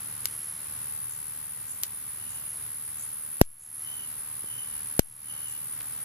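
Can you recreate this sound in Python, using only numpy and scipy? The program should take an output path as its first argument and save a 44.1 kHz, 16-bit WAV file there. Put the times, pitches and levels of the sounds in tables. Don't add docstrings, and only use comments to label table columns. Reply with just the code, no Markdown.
import sys
import numpy as np
from scipy import signal
from scipy.fft import rfft, irfft, next_fast_len
from scipy.io import wavfile
from scipy.ndimage import uniform_filter1d, minimum_filter1d

SR = 44100
rng = np.random.default_rng(int(sys.argv[2]) if len(sys.argv) > 2 else 0)


def dump(signal):
    limited = np.clip(np.atleast_2d(signal).T, -1, 1)
    pcm = np.round(limited * 32767).astype(np.int16)
    wavfile.write(sys.argv[1], SR, pcm)


N = 266431

# frequency in Hz, relative level in dB.
CRACK_SPECTRUM = [(300, -36), (800, -30), (1470, -19), (1970, -11), (3330, -12), (4800, -8), (6310, -6),
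                  (8000, -6), (10500, 0), (13800, -1), (15000, -16)]
# start in seconds, left and right level in dB, ground echo in dB,
# lift below 3 kHz in dB.
SPARKS = [(0.2556, -9, -11, 1, -1), (1.8347, -9, -11.5, -15, 1), (3.4140, 0, -5, -5.5, -0.5),
          (4.9932, -4.5, -5, -3.5, 4.5)]
def fence_cracks(decay_ms=0.4, echo_ms=1.7, scatter_ms=2.6, sizzle_ms=18):
    cracks, size = np.zeros((2, N)), 2048
    ms, hz = np.arange(size) * 1000 / SR, np.fft.rfftfreq(size, 1 / SR)
    burst = np.exp(-ms / decay_ms)
    echo = np.roll(burst ** 2, int(echo_ms * SR / 1000))
    scatter = from_db(-12) * np.exp(-ms / scatter_ms)
    for start, left_db, right_db, echo_db, bass_db in SPARKS:
        fade = burst + from_db(echo_db) * echo + scatter
        hiss = unit_rms(band(rng.standard_normal((2, size)), hz=4900, width_hz=7000))
        sizzle = from_db(-29.5) * hiss * np.exp(-ms / sizzle_ms)
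        colour = from_db(at_hz(CRACK_SPECTRUM, hz) + bass_db * (hz < 3000))
        noise = unit_rms(irfft(rfft(rng.standard_normal((2, size))) * colour, size))
        i = round(start * SR)
        cracks[:, i:i + size] += from_db([[left_db], [right_db]]) * (noise * fade + sizzle)
    return signal.sosfilt(signal.cheby2(6, 25, 14700, fs=SR, output="sos"), cracks)


# start in seconds, channel (0 is left),
# level in dB, length in ms, fall in ms, relative back swing, recovery in ms, share that recovers slowly.
JOLTS = [(3.41394, 0, 1.5, .82, .45, 1.05, 1.0, .2), (3.41422, 1, 5, .84, .35, 0.42, 1.5, .24),
         (4.99312, 0, -4, .96, .47, 1.05, 1.1, .17), (4.99335, 1, -13, 1.0, .45, 0.25, 1.9, .8)]
def preamp_jolts(hold_ms=0.9, slow_ms=7.0, dip_ms=0.28):
    jolts = np.zeros((2, N))
    for start, channel, level_db, length_ms, fall_ms, swing, recovery_ms, slow in JOLTS:
        since_ms = (np.arange(N) / SR - start) * 1000
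        fall = np.clip((since_ms - length_ms) / fall_ms + .5, 0, 1)
        pulse = (since_ms >= 0) * (1 - fall)
        after_ms = np.maximum(since_ms - length_ms - hold_ms, 0)
        recovery = (1 - slow) * np.exp(-after_ms / recovery_ms) + slow * np.exp(-after_ms / slow_ms)
        dip = 0.4 * (since_ms < 0) * (since_ms > -dip_ms) * (channel == 1)
        jolts[round(channel)] += from_db(level_db) * (pulse - swing * fall * recovery - dip)
    return jolts


def fence(rail=0.97):
    return rail * np.tanh((fence_cracks() + preamp_jolts()) / rail)


# time in seconds, level in dB,
# left over right in dB, ground echo in dB, lag at the left port in ms.
KATYDID_AT_MIC = [(0, -29.5, 1, -13, .12), (.6, -31, .5, -8, 0.11), (.95, -27, 2, -11, .13),
                  (1.2, -30, 3.5, -13.5, 0.12), (1.7, -31.5, 2.5, -9.5, 0.13), (2.1, -30.5, 0, -7, 0.12),
                  (3.2, -29.5, 1, -7, 0.12), (4.2, -30.5, 0.2, -7, 0.12), (4.9, -27.5, 0, -20, 0.12),
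                  (5.03, -29, -2.5, -18.5, 0.11), (5.4, -29, 1, -13, 0.12), (5.7, -28.5, 0.5, -13, 0.13),
                  (6.1, -28.5, 1, -15, 0.13)]
# time from its middle in ms, pitch in Hz, relative level in dB.
WING_STROKE = [(-4.2, 10500, -30), (-3, 10640, -6), (-1.8, 10830, -1), (-.3, 11080, 0), (.8, 11190, 0),
               (2.1, 11030, -1), (3, 10720, -4), (3.9, 10250, -9), (4.8, 9750, -14), (5.8, 9400, -30)]
# time in seconds, lateness in ms.
STROKE_LATENESS = [(0, -.2), (2.6, 0), (6.1, 2.2)]
def katydid(strokes_per_s=75.235, first_stroke_s=.00711):
    level_db, pan_db, echo_db, lag_ms = in_time(KATYDID_AT_MIC)
    late_s = in_time(STROKE_LATENESS)[0] / 1000
    strokes = (np.arange(N) / SR - late_s - first_stroke_s) * strokes_per_s
    ms = (strokes - np.round(strokes)) * 1000 / strokes_per_s
    knot_ms, pitch, shape_db = np.transpose(WING_STROKE)
    hz = np.interp(ms, knot_ms, pitch) + 12 * drift(5.7) + 31.8 * drift(300)
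    gain = from_db(level_db + np.interp(ms, knot_ms, shape_db) + 0.77 * drift(75) + 0.76 * drift(390))
    phase = 2 * np.pi * np.cumsum(hz) / SR
    song = gain * np.sin(phase)
    lagged = gain * np.sin(phase - 2 * np.pi * hz * lag_ms / 1000)
    left = lagged + from_db(echo_db) * delayed(song, ms=3.887)
    right = song + from_db(echo_db) * delayed(song, ms=3.2)
    return np.array([left * from_db(pan_db / 2), right * from_db(-pan_db / 2)])


def rasps(times, length_ms, level_db, hz, width_hz, pan_db, alike, tail, sag_hz):
    t, gain, shift_hz = np.arange(N) / SR, np.zeros(N), np.zeros(N)
    for middle, rasp_db in zip(times, level_db + 1.6 * rng.standard_normal(len(times))):
        near = slice(max(0, int((middle - .2) * SR)), int((middle + .3) * SR))
        x = (t[near] - middle) * 2000 / length_ms
        gain[near] += from_db(rasp_db) * np.where(x < 0, np.exp(-x ** 4), np.exp(-np.abs(x) ** tail))
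        shift_hz[near] -= sag_hz / 2 * x * (np.abs(x) < 1.5)
    shared, *per_side = rng.standard_normal((3, N)) * (rng.random((3, N)) < .1)
    teeth = np.sqrt(alike) * shared + np.sqrt(1 - alike) * np.array(per_side)
    ring = signal.hilbert(band(band(teeth, hz, width_hz), hz, width_hz), next_fast_len(N))[:, :N]
    sagging = np.real(ring * np.exp(2j * np.pi * np.cumsum(shift_hz) / SR))
    return gain * unit_rms(sagging) * from_db([[pan_db / 2], [-pan_db / 2]])


LOW_RASPS = [.085, .31, .499, .659, .828, 1.048, 1.227, 1.452, 1.616, 1.786, 1.946, 2.126, 2.29, 2.464,
             2.614, 2.878, 3.038, 3.223, 3.542, 3.751, 3.941, 4.19, 4.37, 4.53, 4.689, 4.879, 5.074, 5.278,
             5.493, 5.682, 5.917]
# time in seconds, rasps so far.
HIGH_RASP_COUNT = [(.07, 0), (.63, 4), (1.83, 13), (2.105, 15), (2.9, 21), (3.335, 24), (3.75, 27),
                   (4.19, 30), (4.6, 33), (5.045, 36), (5.445, 39), (6.02, 43)]
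SHORT_RASPS = [1.507, 1.615, 1.716, 1.95, 2.095, 2.205, 2.355, 2.461, 2.57, 2.669, 2.764, 2.864, 3.138,
               3.245, 3.345, 3.63, 3.75, 3.972, 4.085, 4.21, 4.405, 4.518, 4.63, 4.74, 4.85, 4.974, 5.265,
               5.4, 5.525, 5.71, 5.93, 6.026]
# middle in seconds, level in dB.
FAR_CHIRPS = [(1.14, -54.5), (1.72, -51), (2.33, -56), (2.52, -64), (3.02, -49), (3.64, -51), (5.51, -54)]
def rasping_insects():
    knot_s, count = np.transpose(HIGH_RASP_COUNT)
    high_s = np.interp(np.arange(count[-1] + 1), count, knot_s)
    chirp_s, chirp_db = np.transpose(FAR_CHIRPS)
    low = rasps(LOW_RASPS, length_ms=52, level_db=-46.5, hz=9380, width_hz=730,
                pan_db=0, alike=0.065, tail=2.5, sag_hz=597)
    high = rasps(high_s, length_ms=36.3, level_db=-42.5, hz=10000, width_hz=520,
                 pan_db=-2, alike=0.32, tail=3.3, sag_hz=149)
    short = rasps(SHORT_RASPS, length_ms=20.8, level_db=-40.5, hz=9760, width_hz=610,
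                  pan_db=-3, alike=0.22, tail=2.9, sag_hz=300)
    chirps = rasps(chirp_s, length_ms=90, level_db=chirp_db, hz=7260, width_hz=2300,
                   pan_db=-1, alike=0.19, tail=1.0, sag_hz=99)
    return low + high + short + chirps


# start in seconds, level in dB, length in seconds,
# first and last pitch in Hz.
BIRD_CALLS = [(2.166, -55, .42, 2950, 2790), (3.79, -50.5, 0.39, 3090, 2735),
              (4.444, -51, 0.41, 3035, 2830), (5.239, -49, 0.42, 3000, 2860)]
def bird():
    calls = np.zeros(N)
    flutter = from_db(5 * drift(150) + 3 * drift(30))
    waver_hz = 50 * drift(390) + 14 * drift(40)
    for start, level_db, length_s, from_hz, to_hz in BIRD_CALLS:
        progress = np.clip((np.arange(N) / SR - start) / length_s, 0, 1)
        phase = 2 * np.pi * np.cumsum(from_hz + (to_hz - from_hz) * progress ** 2 + waver_hz) / SR
        whistle = np.sin(phase) + from_db(-14) * np.sin(2 * phase)
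        calls += from_db(level_db) * np.sin(np.pi * progress ** 0.6) * whistle * flutter
    return np.array([calls, delayed(calls, ms=0.12)])


# start in seconds, level in dB, centre in Hz, width in Hz.
HANDLING_TICKS = [(4.441, -38.5, 249, 300), (5.517, -24, 10000, 5990), (5.646, -31, 12000, 4000),
                  (5.809, -27.5, 2550, 3040)]
def ticks():
    out = np.zeros(N)
    for start, level_db, hz, width_hz in HANDLING_TICKS:
        click = band(signal.unit_impulse(1500), hz, width_hz)
        i = round(start * SR)
        out[i:i + len(click)] -= from_db(level_db) * click / np.abs(click).max()
    return out


# time in seconds, level in dB.
THIN_TONE_FADE = [(0, -67), (.6, -68), (.95, -71), (1.3, -90), (6.1, -95)]
def thin_insect(hz=7760, width_hz=240):
    ring = band(band(rng.standard_normal((2, N)), hz, width_hz), hz, width_hz)
    return from_db(in_time(THIN_TONE_FADE)[0]) * unit_rms(ring)


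# frequency in Hz, relative level in dB.
CHORUS_SPECTRUM = [(6000, -33), (8300, -20), (9500, -4), (10300, -7), (11000, -5), (11400, -4),
                   (11700, -13), (11950, -10), (13000, -8), (13700, -4), (14170, -1), (14230, -26),
                   (14450, -60), (16000, -60)]
def insect_chorus():
    return from_db(-45 + 0.92 * drift(11)) * ambience(CHORUS_SPECTRUM)


# time in seconds, level in dB.
TRAFFIC_LEVEL = [(0, -48), (.7, -49), (3.2, -51), (4.7, -50), (6.1, -51)]
# frequency in Hz, relative level in dB.
TRAFFIC_SPECTRUM = [(15, -38.5), (25, -23), (95, -4), (112, -4.5), (122, 2), (133, -6), (364, -17.5),
                    (650, -19), (953, -14.5), (1150, -13), (1900, -14), (2370, -16.5), (3540, -18.5),
                    (6210, -21.5), (8000, -19), (14200, -41.5), (14450, -81.5)]
def traffic_and_leaves():
    return from_db(in_time(TRAFFIC_LEVEL)[0] + drift(8)) * ambience(TRAFFIC_SPECTRUM)


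# frequency in Hz, correlation.
PORT_LIKENESS = [(60, 0.89), (130, 1), (290, 0.64), (630, 0.61), (1380, 0.49), (3030, -0.038), (6650, 0.13),
                 (14600, -0.22)]
# frequency in Hz, left over right in dB.
PORT_BALANCE = [(60, -2), (700, -1.5), (2340, -2), (4300, 0), (8000, -0.5), (11000, 1), (13000, -6.5)]
def ambience(spectrum):
    hz, sides = np.fft.rfftfreq(N, 1 / SR), np.array([[1], [-1]])
    mid, side = rfft(rng.standard_normal((2, N)))
    alike = at_hz(PORT_LIKENESS, hz)
    ports = np.sqrt(1 + alike) * mid + np.sqrt(1 - alike) * side * sides
    colour = from_db(at_hz(spectrum, hz) + sides * at_hz(PORT_BALANCE, hz) / 2)
    return unit_rms(irfft(ports * colour, N))


def from_db(db):
    return 10 ** (np.asarray(db) / 20)


def unit_rms(x):
    return x / np.sqrt(np.mean(x ** 2) + 1e-20)


def in_time(rows):
    seconds, *columns = np.transpose(rows)
    return [np.interp(np.arange(N) / SR, seconds, column) for column in columns]


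def at_hz(rows, hz):
    knot_hz, values = np.transpose(rows)
    return np.interp(np.log(hz + 1), np.log(knot_hz), values)


def drift(knots_per_s):
    knots = rng.standard_normal(2800)
    return np.interp(np.arange(N) / SR * knots_per_s, np.arange(len(knots)), knots)


def band(x, hz, width_hz):
    edges = np.clip([hz - width_hz / 2, hz + width_hz / 2], 30, 19000)
    return signal.sosfilt(signal.butter(2, edges, "band", fs=SR, output="sos"), x)


def delayed(x, ms):
    hz = np.fft.rfftfreq(N, 1 / SR)
    return irfft(rfft(x) * np.exp(-2j * np.pi * hz * ms / 1000), N)


def scene():
    background = traffic_and_leaves() + insect_chorus()
    insects = katydid() + rasping_insects()
    return fence() + insects + bird() + thin_insect() + ticks() + background


def gain_control(x, threshold_db=-19, slope=2.2, max_cut_db=15, attack_ms=4, hold_ms=140, release_db_s=56):
    power = uniform_filter1d(np.mean(x ** 2, axis=0), size=400, origin=199)
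    over_db = np.maximum(10 * np.log10(power + 1e-12) - threshold_db, 0)
    gain_db = -max_cut_db * np.tanh(slope * over_db / max_cut_db)
    ramp, hold = release_db_s * np.arange(N) / SR, int(hold_ms * SR / 1000)
    held_db = minimum_filter1d(gain_db, size=hold, origin=(hold - 1) // 2)
    released_db = np.minimum.accumulate(held_db - ramp) + ramp
    late_db = np.roll(released_db, 130)
    pole = np.exp(-1000 / (attack_ms * SR))
    return x * from_db(signal.lfilter([1 - pole], [1, -pole], late_db))


NARROW_SPANS = [(0.3, 0.58), (2.48, 2.59), (3.45, 3.86), (5.02, 5.18)]
def record(dry, coupling_hz=3.2, cutoff_hz=14950):
    x = signal.sosfilt(signal.butter(1, coupling_hz, "high", fs=SR, output="sos"), gain_control(dry))
    t = np.arange(N) / SR
    narrow = uniform_filter1d(sum((t > start) * (t < end) * 1. for start, end in NARROW_SPANS), size=800)
    treble = signal.sosfiltfilt(signal.butter(4, [4600, 12200], "band", fs=SR, output="sos"), x)
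    x[1] += narrow * (from_db(1.06) * treble[0] - treble[1])
    return signal.sosfilt(signal.ellip(8, .5, 60, cutoff_hz, fs=SR, output="sos"), np.clip(x, -1, 1))


dry = scene()
out = record(dry)
dump(out)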